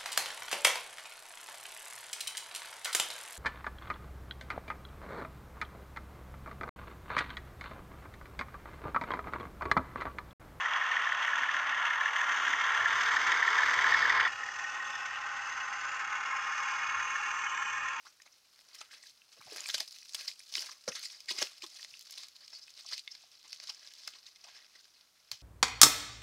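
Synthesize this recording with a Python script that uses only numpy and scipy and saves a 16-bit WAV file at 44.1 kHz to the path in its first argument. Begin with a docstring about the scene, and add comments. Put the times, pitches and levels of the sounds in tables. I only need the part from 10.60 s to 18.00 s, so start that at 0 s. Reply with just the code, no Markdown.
"""On a table layout an electric model locomotive hauls its cars, heard close by on a bend, then
abruptly from farther off at a cliff. Tooth impacts and rolling noise force the plastic shell, board
and rails into a buzz that throbs with each turn of the axle; slack in the drive knocks in time with it.
The board drones under the wheels, the flanges set the rail singing, the wheels clack over rail joints,
the pickups tick now and then, and the room hums."""
import sys
import numpy as np
from scipy import signal
from scipy.fft import rfft, irfft
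from scipy.io import wavfile
from scipy.ndimage import uniform_filter1d, map_coordinates

SR = 44100
rng = np.random.default_rng(int(sys.argv[2]) if len(sys.argv) > 2 else 0)


def int16_out(signal):
    """Quantize to a 16-bit WAV file."""
    q = np.round(np.clip(np.atleast_2d(signal).T, -1, 1) * 32767)
    wavfile.write(sys.argv[1], SR, q.astype(np.int16))


N = 326340
TIME = np.arange(N) / SR
FREQ = np.maximum(np.arange(N // 2 + 1) * SR / N, 1)
CUT_S = 3.676   # the listener moves from the bend to the cliff

# rotation of the axle, about 6.4 turns a second: t/s, angle/turns
AXLE = [(0, -.39), (.522, 3), (1.307, 8), (1.614, 10), (2.255, 14), (3.19, 20), (3.675, 23.13),
        (3.68, 23.66), (5.133, 33), (6.402, 41), (7.4, 47.4)]
# level of the train at each place: t/s, gear whir/dB, treble/dB, hiss/dB
BEND_RUN = [(0, -31.5, -58.5, -57), (.8, -31, -57.5, -54.5), (1.1, -32, -58.5, -56.5),
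            (1.45, -31, -58.5, -54), (1.8, -31, -56.5, -49), (2.101, -29.5, -55, -52.5),
            (2.45, -29, -49.5, -49), (2.85, -28, -51, -51), (3.1, -27.5, -50.5, -51), (3.37, -27, -47, -51),
            (3.65, -27, -49.5, -57.5)]
CLIFF_RUN = [(3.7, -38.5, -56, -54.5), (4.25, -37.5, -58, -52.5), (4.6, -38, -58.5, -55),
             (5, -38, -57, -54.5), (5.3, -37, -54.5, -55.5), (5.7, -36, -59.5, -54.5),
             (6.02, -35, -53.5, -50.5), (6.35, -35.5, -55.5, -53), (6.6, -35.5, -56.5, -50),
             (7.05, -37, -60.5, -51.5), (7.4, -36, -57, -54.5)]
# hard knocks of the slack drive: t/s, peak/dB, f/Hz
HARD_KNOCKS = [(.057, -20.5, 1900), (0.212, -22.5, 1820), (0.317, -20, 1810), (0.3669, -17.5, 1860),
               (0.4718, -20.5, 1780), (0.5212, -16, 1790), (.680, -18, 1810), (0.732, -19.5, 1696),
               (.784, -21, 1800), (0.8338, -15.5, 1750), (.944, -19, 1700), (1.3063, -19.5, 1800),
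               (1.411, -17, 1710), (1.4578, -16.5, 1740), (1.6134, -17, 1770), (1.877, -21, 1680),
               (2.206, -20, 1750), (2.257, -14.5, 1730), (2.5674, -16, 1830), (2.7234, -19, 1830),
               (2.826, -15, 1820), (2.8778, -14, 1830), (2.9845, -19.5, 1730), (3.032, -15, 1740),
               (3.1898, -13.5, 1860), (3.243, -14.5, 1703), (3.344, -12.5, 1780), (3.4537, -14.5, 1730),
               (3.4997, -14, 1920), (3.608, -17, 1850), (3.651, -17, 1905), (3.833, -26, 1840),
               (3.887, -25, 1850), (4.0417, -30, 1840), (4.199, -30, 1880), (4.353, -29, 1806),
               (4.51, -29, 1905), (5.133, -39, 1950), (5.395, -39, 1560), (6.191, -29, 1860),
               (6.3445, -32, 1800), (6.4, -27, 1870), (6.5543, -32, 1770), (6.766, -28, 1800),
               (6.976, -26.5, 1724)]


def from_db(db):
    """Amplitude ratio of a level in decibels."""
    return 10 ** (np.asarray(db) / 20)


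def unit_rms(x):
    """Normalisation to unit mean power."""
    return x / np.sqrt(np.mean(x ** 2) + 1e-20)


def in_time(rows):
    """Linear interpolation of each column at every sample."""
    s, *columns = np.transpose(rows)
    return [np.interp(TIME, s, column) for column in columns]


def colour(points, modes=()):
    """Frequency response: an interpolated curve with Lorentzian peaks and dips in its level."""
    hz, db = np.transpose(points)
    humps = sum(lift / (1 + (2 * (FREQ - centre) / width) ** 2) for centre, width, lift in modes)
    return from_db(np.interp(np.log(FREQ), np.log(hz), db) + humps)


def noise(points):
    """Two incoherent noises with the same spectrum."""
    return unit_rms(irfft(rfft(rng.standard_normal((2, N))) * colour(points), N))


def drift(hz):
    """Random fluctuation: low-pass noise of unit power."""
    return unit_rms(irfft(rfft(rng.standard_normal(N)) / (1 + (FREQ / hz) ** 2), N))


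def swell(start_s, length_s, attack_s=.04, release_s=.053):
    """Envelope with linear attack, hold and exponential decay."""
    attack = np.clip((TIME - start_s) / attack_s + .5, 0, 1)
    return attack * np.exp(-np.maximum(TIME - start_s - length_s, 0) / release_s)


def resonate(x, hz, width):
    """Damped two-pole resonator with unit gain at its peak."""
    r = np.exp(-np.pi * width / SR)
    poles = [1, -2 * r * np.cos(2 * np.pi * hz / SR), r * r]
    return signal.lfilter(np.array([1, 0, -1]) * (1 - r * r) / 2, poles, x + 1e-18)


def struck_mode(blow, hz, width):
    """Transient response of three resonators in cascade: it swells to a peak of 1 and decays."""
    for _ in range(3):
        blow = resonate(blow, hz, width)
    return blow / np.abs(blow).max()


def moving_band(x, hz, width):
    """Heterodyne band-pass filter with a moving centre frequency."""
    carrier = np.exp(2j * np.pi * np.cumsum(hz) / SR)
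    r = np.exp(-np.pi * width / SR)
    return 2 * np.real(signal.lfilter([1 - r], [1, -r], x / carrier) * carrier)


def stereo(pair, direct_share=.25):
    """Mid-side stereo: the side holds scattered sound and some direct sound in quadrature."""
    # stereo width: f/Hz, side gain/dB
    width = [(60, -16.5), (200, -12), (550, -14.5), (950, -11.5), (1350, -15.5), (1800, -24.5), (2150, -47),
             (2900, -13), (4700, -15), (5400, -32), (5900, -9.5), (6200, -21), (6550, -43), (7150, -42.5),
             (7700, -8), (8700, 0), (9700, 22), (11500, 5.5), (13000, -20)]
    direct, scattered = rfft(pair)
    blend = 1j * np.sqrt(direct_share) * direct + np.sqrt(1 - direct_share) * scattered
    side = irfft(blend * colour(width), N)
    return np.array([pair[0] + side, pair[0] - side])


def room(air_db=-75, hum_db=-82, hum_hz=120):
    """Ambient noise: a low broadband floor and a pure tone of mains hum."""
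    # spectrum of the still room: f/Hz, level/dB
    air = [(20, -11.5), (40, -1.5), (56, 4), (120, 0), (200, -0.5), (500, -18.5), (2000, -27.5),
           (14000, -54)]
    hum = np.sqrt(2) * np.sin(2 * np.pi * hum_hz * TIME)
    return from_db(air_db) * stereo(noise(air)) + from_db(hum_db) * hum


def board(drone_db=-78, ring_db=-82):
    """Sounding-board radiation: a drone and a hollow ring swell as the wheels cross loose spans."""
    # loose spans: t/s, duration/s, drone/dB, ring/dB
    spans = [(0.726, 0.41, -83.5, -68), (1.632, 0.31, -89, -65.5), (2.197, 0.17, -64, -72),
             (2.404, .33, -69.5, -65.5), (3.046, 0.58, -63.5, -66.5), (6.267, 0.15, -73, -84),
             (7.092, 0.12, -70.5, -94)]
    # spectra of the drone and the ring: f/Hz, level/dB
    drone_colour = [(30, -25.5), (55, -15.5), (82, -3.5), (95, 2), (115, -8.5), (150, -6.5), (300, -55)]
    ring_colour = [(150, -39), (240, -8), (268, 0), (300, -3), (420, -54.5)]
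    drone = from_db(drone_db) + sum(from_db(db) * swell(s, length) for s, length, db, _ in spans)
    ring = from_db(ring_db) + sum(from_db(db) * swell(s, length) for s, length, _, db in spans)
    return stereo(drone * noise(drone_colour) + ring * noise(ring_colour))


def pickup_ticks():
    """Impulse response of a broad treble band: a tiny crack where a pickup loses the rail."""
    # breaks of contact: t/s, impulse level/dB
    breaks = [(.672, -45), (1.69, -50), (3.291, -40), (3.48, -61)]
    impulses = np.zeros(N)
    for s, db in breaks:
        impulses[int(s * SR)] = from_db(db)
    return 2 * resonate(impulses, hz=11000, width=6000)


def flanges(force):
    """Frictional excitation: each rub drives one resonance of the rail with the rolling force."""
    # rubs of the flanges: t/s, duration/s, f/Hz, bandwidth/Hz, level/dB
    rubs = [(1.683, 0.2, 6730, 450, -61), (3.3, 0.34, 4820, 800, -63.5), (3.87, 0.25, 5780, 200, -60),
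            (4.24, 0.16, 3496, 150, -57.5), (4.27, 0.17, 5200, 450, -56.5), (4.75, 0.46, 6330, 129, -59.5),
            (5.163, 0.23, 6980, 350, -59.5), (5.488, 0.28, 6700, 170, -59), (5.622, .4, 5250, 280, -58.5),
            (5.968, 0.63, 6410, 220.6, -55), (6.55, .3, 2732, 80, -51), (6.72, 0.44, 5900, 190, -58.5),
            (6.722, 0.51, 7460, 280, -62), (6.802, .3, 3020, 80, -52), (7.22, 0.16, 2640, 70, -50),
            (7.242, .15, 7050, 350, -65)]
    return sum(from_db(db) * swell(s, length) * unit_rms(resonate(resonate(force, hz, width), hz, width))
               for s, length, hz, width, db in rubs)


def joint_clacks(spread_db=5):
    """Modal superposition: a wheel drop strikes every mode of the truck with a random strength."""
    # wheel drops at rail joints: t/s, peak/dB
    drops = [(5.727, -24), (5.740, -34), (5.784, -29), (6.345, -27), (6.836, -24.5), (6.863, -23),
             (7.019, -26)]
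    # modes of the truck: f/Hz, bandwidth/Hz, level/dB
    truck = [(1066, 100, -7.5), (1370, 220, -4), (1690, 190, -4), (2180, 200, -5.5)]
    out, blow = np.zeros(N + SR), signal.unit_impulse(SR // 10)
    for s, peak_db in drops:
        ring = sum(from_db(db + spread_db * rng.standard_normal()) * struck_mode(blow, hz, width)
                   for hz, width, db in truck)
        start = int(s * SR)
        out[start:start + len(ring)] += from_db(peak_db) * ring / np.abs(ring).max()
    return out[:N]


def soft_knocks(jitter_s=.0014, spread_db=6.5, pitch_hz=1836, spread_hz=26):
    """Periodic backlash: the drive catches at fixed angles of the axle. Rows of t/s, peak/dB, f/Hz."""
    # catches of the drive: angle/turns, level/dB
    catches = [(0, 0), (.17, -4), (0.349, -2), (.51, -5), (.675, -2), (.84, -4)]
    axle_s, turns = np.transpose(AXLE)
    passed = [(turn + share, db) for turn in range(int(turns[-1]) + 1) for share, db in catches]
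    angle, catch_db = np.transpose(passed)
    late, strong, high = rng.standard_normal((len(angle), 3)).T
    s = np.interp(angle, turns, axle_s) + jitter_s * late
    run_s, whir_db, *_ = np.vstack([BEND_RUN, CLIFF_RUN]).T
    peak_db = np.interp(s, run_s, whir_db) + catch_db + spread_db * strong
    peak_db += np.where(s > CUT_S, -6, -1)   # from afar they sink into the rattle
    rows = np.transpose([s, peak_db, pitch_hz + spread_hz * high])
    to_hard_knock_s = np.abs(s[:, None] - np.array(HARD_KNOCKS)[:, 0]).min(axis=1)
    return rows[(to_hard_knock_s > .02) & (angle < turns[-1]) & (s < TIME[-1])]


def drive_knocks(length_s=.045, width_spread=.36, rebound=.077, far_stretch=1.6):
    """Impact excitation: the slack closes and rebounds once; the shell rings, longer from afar."""
    # modes of the shell: ratio to the knock's pitch, bandwidth/Hz, level/dB
    shell = [(.8, 327, -20), (1, 251, 4), (1.82, 806, -31)]
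    out, size = np.zeros(N + SR), int(length_s * SR)
    for s, peak_db, hz in np.vstack([HARD_KNOCKS, soft_knocks()]):
        stretch = far_stretch if s > CUT_S else 1
        damping = np.exp(width_spread * rng.standard_normal(len(shell))) / stretch
        rebound_s = np.clip(rng.normal(.006, .002), .003, .012)
        blow = signal.unit_impulse(size)
        blow[int(rebound_s * SR)] = rebound
        ring = sum(from_db(db) * struck_mode(blow, hz * ratio, width * widen)
                   for (ratio, width, db), widen in zip(shell, damping))
        start = int(s * SR)
        out[start:start + size] += from_db(peak_db) * ring / np.abs(ring).max()
    return out[:N]


def scenery(force, echoes, start_s, end_s, above_hz, props=12, prop_db=-20, near_ms=2.5, far_ms=30):
    """Comb filtering: treble returns from surfaces and small props along paths of changing length."""
    direct, scattered = force
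    treble = irfft(rfft(direct) / (1 + (above_hz / FREQ) ** 4), N)
    times = np.linspace(start_s, end_s, num=3)
    for *lags_ms, db in echoes:
        lag_ms = np.polyval(np.polyfit(times, lags_ms, 2), TIME)
        direct = direct + from_db(db) * np.interp(TIME - lag_ms / 1000, TIME, treble)
    for distance, heading in rng.random((props, 2)):
        ms_per_s = .15 * (2 * heading - 1)
        lag_ms = near_ms * (far_ms / near_ms) ** distance + ms_per_s * (TIME - times[1])
        direct = direct + from_db(prop_db) * np.interp(TIME - lag_ms / 1000, TIME, treble)
    return np.array([direct, scattered])


def cliff_interference(force, lift_db=3, hollow_db=-7, below_hz=195):
    """Interference reinforces one band and weakens the one below; both rise as the train moves."""
    # centre of the reinforced band: t/s, f/Hz
    climb = [(3.7, 1760), (4.35, 1870), (4.7, 1950), (5.2, 2050), (5.8, 2140), (7.4, 2186)]
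    hz, = in_time(climb)
    direct, scattered = force
    hump = (from_db(lift_db) - 1) * moving_band(direct, hz, width=110)
    hollow = (from_db(hollow_db) - 1) * moving_band(direct, hz - below_hz, width=130)
    return np.array([direct + hump + hollow, scattered])


def impact_power(strengths, decay_s):
    """Exponential decay of the power of each impact in a run, scaled to a mean of 1."""
    power = signal.lfilter([1], [1, -np.exp(-1 / (decay_s * SR))], strengths ** 2 + 1e-18)
    return power / power.mean()


def contact_loss_db(depth_db=1.0, length_s=.012, lead_s=.0003):
    """Backlash: the teeth part at each hard knock, and the rolling force dips."""
    moments = np.zeros(N)
    moments[[int((s - lead_s) * SR) for s, *_ in HARD_KNOCKS]] = 1
    return depth_db * signal.fftconvolve(moments, np.hanning(int(length_s * SR)), "same")


def binding_db(turns):
    """Eccentricity: each part of the drive runs out of true and tightens once per revolution."""
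    # rotating parts: revolutions per axle turn, throb/dB, tightest angle/turns
    gears = [(1, 0.51, 0.8), (3, 0.76, 0.018), (4, 0.95, 0.96), (6, 2, 0.0032)]
    return sum(db * np.cos(2 * np.pi * ratio * (turns - tightest)) for ratio, db, tightest in gears)


def roughness(turns, rim_share=.25, slip_turns=.0003, rim_points=7000):
    """Rolling noise from surface roughness: worn rims repeat every turn, the rail is always new."""
    rim = rng.standard_normal(rim_points)
    place = (turns + slip_turns * drift(16)) * rim_points
    repeating = unit_rms(map_coordinates(rim, [place % rim_points], order=3, mode="wrap"))
    rail, scattered = rng.standard_normal((2, N))
    return np.array([np.sqrt(rim_share) * repeating + np.sqrt(1 - rim_share) * rail, scattered])


def running_gear(flutter_db, tooth_share, grit_share, gear_ratio=6, poles=5, grit_per_s=400):
    """Amplitude modulation of rolling noise by teeth, grit and binding: force, direct and scattered."""
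    turns, = in_time(AXLE)
    motor_turns = turns * gear_ratio
    # every pole of the motor jerks the teeth together
    teeth = np.diff(np.floor(motor_turns * poles + .15 * drift(80)), prepend=0) > 0
    teeth = teeth * from_db(4 * np.clip(rng.standard_normal(N), -2, 2))
    grit = (rng.random(N) < grit_per_s / SR) * rng.random(N)
    power = 1 + tooth_share * impact_power(teeth, .0014) + grit_share * impact_power(grit, .003)
    shaft_flutter = np.cos(2 * np.pi * 2 * motor_turns)   # twice a revolution
    throb_db = binding_db(turns) + flutter_db * shaft_flutter + 1.35 * drift(69)
    strength = unit_rms(np.sqrt(power) * from_db(throb_db))
    rolling = roughness(turns) * from_db(-contact_loss_db())
    # the heavy board evens out the throb below 1400 Hz, the light shell follows it fully
    low_pass = 1 / (1 + (FREQ / 1400) ** 10)
    through_board = rfft(rolling * strength ** .12) * low_pass
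    through_shell = rfft(rolling * strength) * (1 - low_pass)
    return unit_rms(irfft(through_board + through_shell, N))


def train(force, run, registers, tone, modes, midway_s, glide_s, wander_db=.6):
    """Forced vibration of board, shell and rails; modes and registers shift as the train moves."""
    # borders between rumble, whir, rattle, scrape, hiss and sizzle: f/Hz
    crossovers = [190, 750, 2350, 4000, 5600, 7050]
    onward = lambda s: .5 + .5 * np.tanh((TIME - s) / glide_s)
    modes, out = np.array(modes), 0
    early = irfft(rfft(force) * colour(tone, modes[:, [0, 1, 2]]), N)
    late = irfft(rfft(force) * colour(tone, modes[:, [0, 1, 3]]), N)
    spectrum = rfft(early + (late - early) * onward(midway_s))
    above = [1 / (1 + (hz / FREQ) ** 20) for hz in crossovers] + [0]
    whir_db, treble_db, hiss_db = in_time(run)
    for k, (treble, hiss, offset_db, change_db, change_s) in enumerate(registers):
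        level_db = whir_db + treble * (treble_db - whir_db) + hiss * (hiss_db - whir_db)
        level_db += offset_db + change_db * onward(change_s) + wander_db * drift(3.7)
        band = irfft(spectrum * (above[k] - above[k + 1]), N)
        running_rms = np.sqrt(uniform_filter1d(band[0] ** 2, size=SR // 2))
        out = out + band / running_rms * from_db(level_db)
    return out


def scene():
    """Superposition of all sources on the bend, then at the cliff, where more sound is reflected."""
    # reflections off the scenery: first delay/ms, halfway delay/ms, last delay/ms, level/dB
    bend_echoes = [(3.93, 4.29, 4.6, -13), (1.52, 1.38, 1.31, -22), (7.2, 7.1, 6.8, -22)]
    cliff_echoes = [(2.12, 1.81, 1.69, -16), (1.5, 1.42, 1.16, -18), (2.79, 2.46, 2.24, -16),
                    (1.21, .9, .6, -20), (4.1, 3.75, 3.4, -15), (7, 6.4, 6.1, -13), (10.2, 10.4, 10.9, -19)]
    # overall tone colour as heard, with a deep gap in the treble near 9 kHz: f/Hz, level/dB
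    bend_tone = [(200, -43), (400, -42.5), (700, -23), (1000, -6.5), (1700, -7), (2400, -16.5), (3200, -15),
                 (4100, -32.5), (5000, -31.5), (6500, -40), (8500, -45), (9300, -76), (12000, -47.5),
                 (14000, -63.5)]
    cliff_tone = [(200, -38), (400, -30.5), (700, -26), (1000, -13), (1700, -12.5), (2400, -22),
                  (3200, -32), (4100, -32), (5000, -30), (6500, -27.5), (8400, -41.5), (9200, -80),
                  (12000, -50), (14000, -63)]
    # modes of board, shell and rails: f/Hz, bandwidth/Hz, early lift/dB, late lift/dB
    bend_modes = [(364, 70, -2, 11.5), (434, 100, 5.5, 10.5), (491.5, 11, 1.5, 11.5), (602, 7.2, 12, 8),
                  (827, 6.7, 9, -1), (1057, 35, 6, 4.5), (1079, 23, 4, 0), (1276, 20, -1, 3.5),
                  (1376, 44, 6, 2.5), (1480, 30, 4.5, 1), (1560, 42, -4, -1.5), (1657, 48, 5.5, 6.5),
                  (1858, 250, 7.5, 4.5), (1940, 110, -2.5, 2.5), (2180, 240, 3.5, 6.5), (2750, 530, 5, 1.5),
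                  (3550, 790, 5.5, 10.5), (4390, 350, 7.5, 4), (5000, 710, 5, 7), (5860, 350, 6.5, 4),
                  (6360, 630, 11, 13.5), (7460, 240, 6.5, 11.5)]
    cliff_modes = [(568, 23, 8.5, 2), (715, 54, 4.5, -11.5), (805, 81, 10.5, 1.5), (835, 22, 6, 6.5),
                   (924, 24, -3, 13.5), (959, 74, -2, -9), (1048, 30, 4.5, 12.5), (1086, 35, 9, 8.5),
                   (1134, 40, -7, -7.5), (1220, 50, 7.5, 6.5), (1270, 53, 0, 3.5), (1288, 30, 8.5, 0.5),
                   (1383, 52, 6.5, 8.5), (1500, 42, 13, 0), (1575, 42, 7.5, -12), (1624, 37, -1, 8),
                   (1744, 28, 6, 9), (1868, 52, 13.5, 10), (2100, 88, 6, -3), (2188, 55, 3, 12),
                   (2370, 44, -2.5, 5.5), (2474, 79, 2.5, 15.5), (2650, 105, 9, 3), (2750, 73, -3, 16),
                   (2896, 164, 13.5, 5.5), (2960, 52, -6, 9), (3310, 130, 6, 12.5), (3530, 28, 5.5, 7),
                   (4050, 580, -3.5, -3.5), (5080, 175, 5, 1), (5470, 144, -4, -9.5), (5930, 120, 0, 9.5),
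                   (6350, 208, 10.5, 5.5), (6450, 210, -6.5, 5.5), (7200, 138, -5.5, -7), (7535, 210, 4, 7)]
    # registers, rumble to sizzle: treble share, hiss share, offset/dB, change/dB, t of change/s
    bend_registers = [(0.098, 0, -21, 0, 2.8), (0.0067, 0.023, -0.52, 0.4, 1.4),
                      (0.079, 0.068, -7.5, -3.5, 2.36), (0.95, 0.15, -0.5, 4, 2.43),
                      (0.035, 0.96, -0.5, 0.9, 2), (0.12, 0.87, -14, 4, 2.8)]
    cliff_registers = [(0, 0.05, -22, -5, 5.25), (0, 0.005, -1.2, 1.5, 5.1), (0.17, 0.11, -5, 1.5, 6.4),
                       (1, 0.035, -1.5, -0.7, 6.3), (0, 1, -3.24, 0.5, 5.4), (0, 0.98, -14, -1.5, 4.5)]
    force = running_gear(flutter_db=1.3, tooth_share=.46, grit_share=.19)
    blurred = running_gear(flutter_db=.8, tooth_share=.26, grit_share=.095)
    near = scenery(force, bend_echoes, 0, CUT_S, above_hz=1170)
    far = cliff_interference(scenery(blurred, cliff_echoes, CUT_S, TIME[-1], above_hz=2000))
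    bend = train(near, BEND_RUN, bend_registers, bend_tone, bend_modes, midway_s=2.1, glide_s=.42)
    cliff = train(far, CLIFF_RUN, cliff_registers, cliff_tone, cliff_modes, midway_s=5.73, glide_s=1.0)
    at_cliff = np.clip(.5 + (TIME - CUT_S) / .003, 0, 1)
    rolling = bend * (1 - at_cliff) + cliff * at_cliff + flanges(force)
    return stereo(rolling) + drive_knocks() + joint_clacks() + pickup_ticks() + board() + room()


def record(dry, reduction=.18, fast_s=.0043, slow_s=.39, cutoff_hz=13900):
    """Dynamic compression holds down peaks above the running level; a steep low-pass cuts the top."""
    power = np.mean(dry ** 2, axis=0)
    fast, slow = (uniform_filter1d(power, size=int(s * SR)) + 1e-12 for s in (fast_s, slow_s))
    gain = np.maximum(fast / slow, 1) ** (-reduction / 2)
    low_pass = signal.ellip(10, .1, 80, cutoff_hz, fs=SR, output="sos")
    return signal.sosfilt(low_pass, dry * gain)


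dry = scene()
out = record(dry)
int16_out(out)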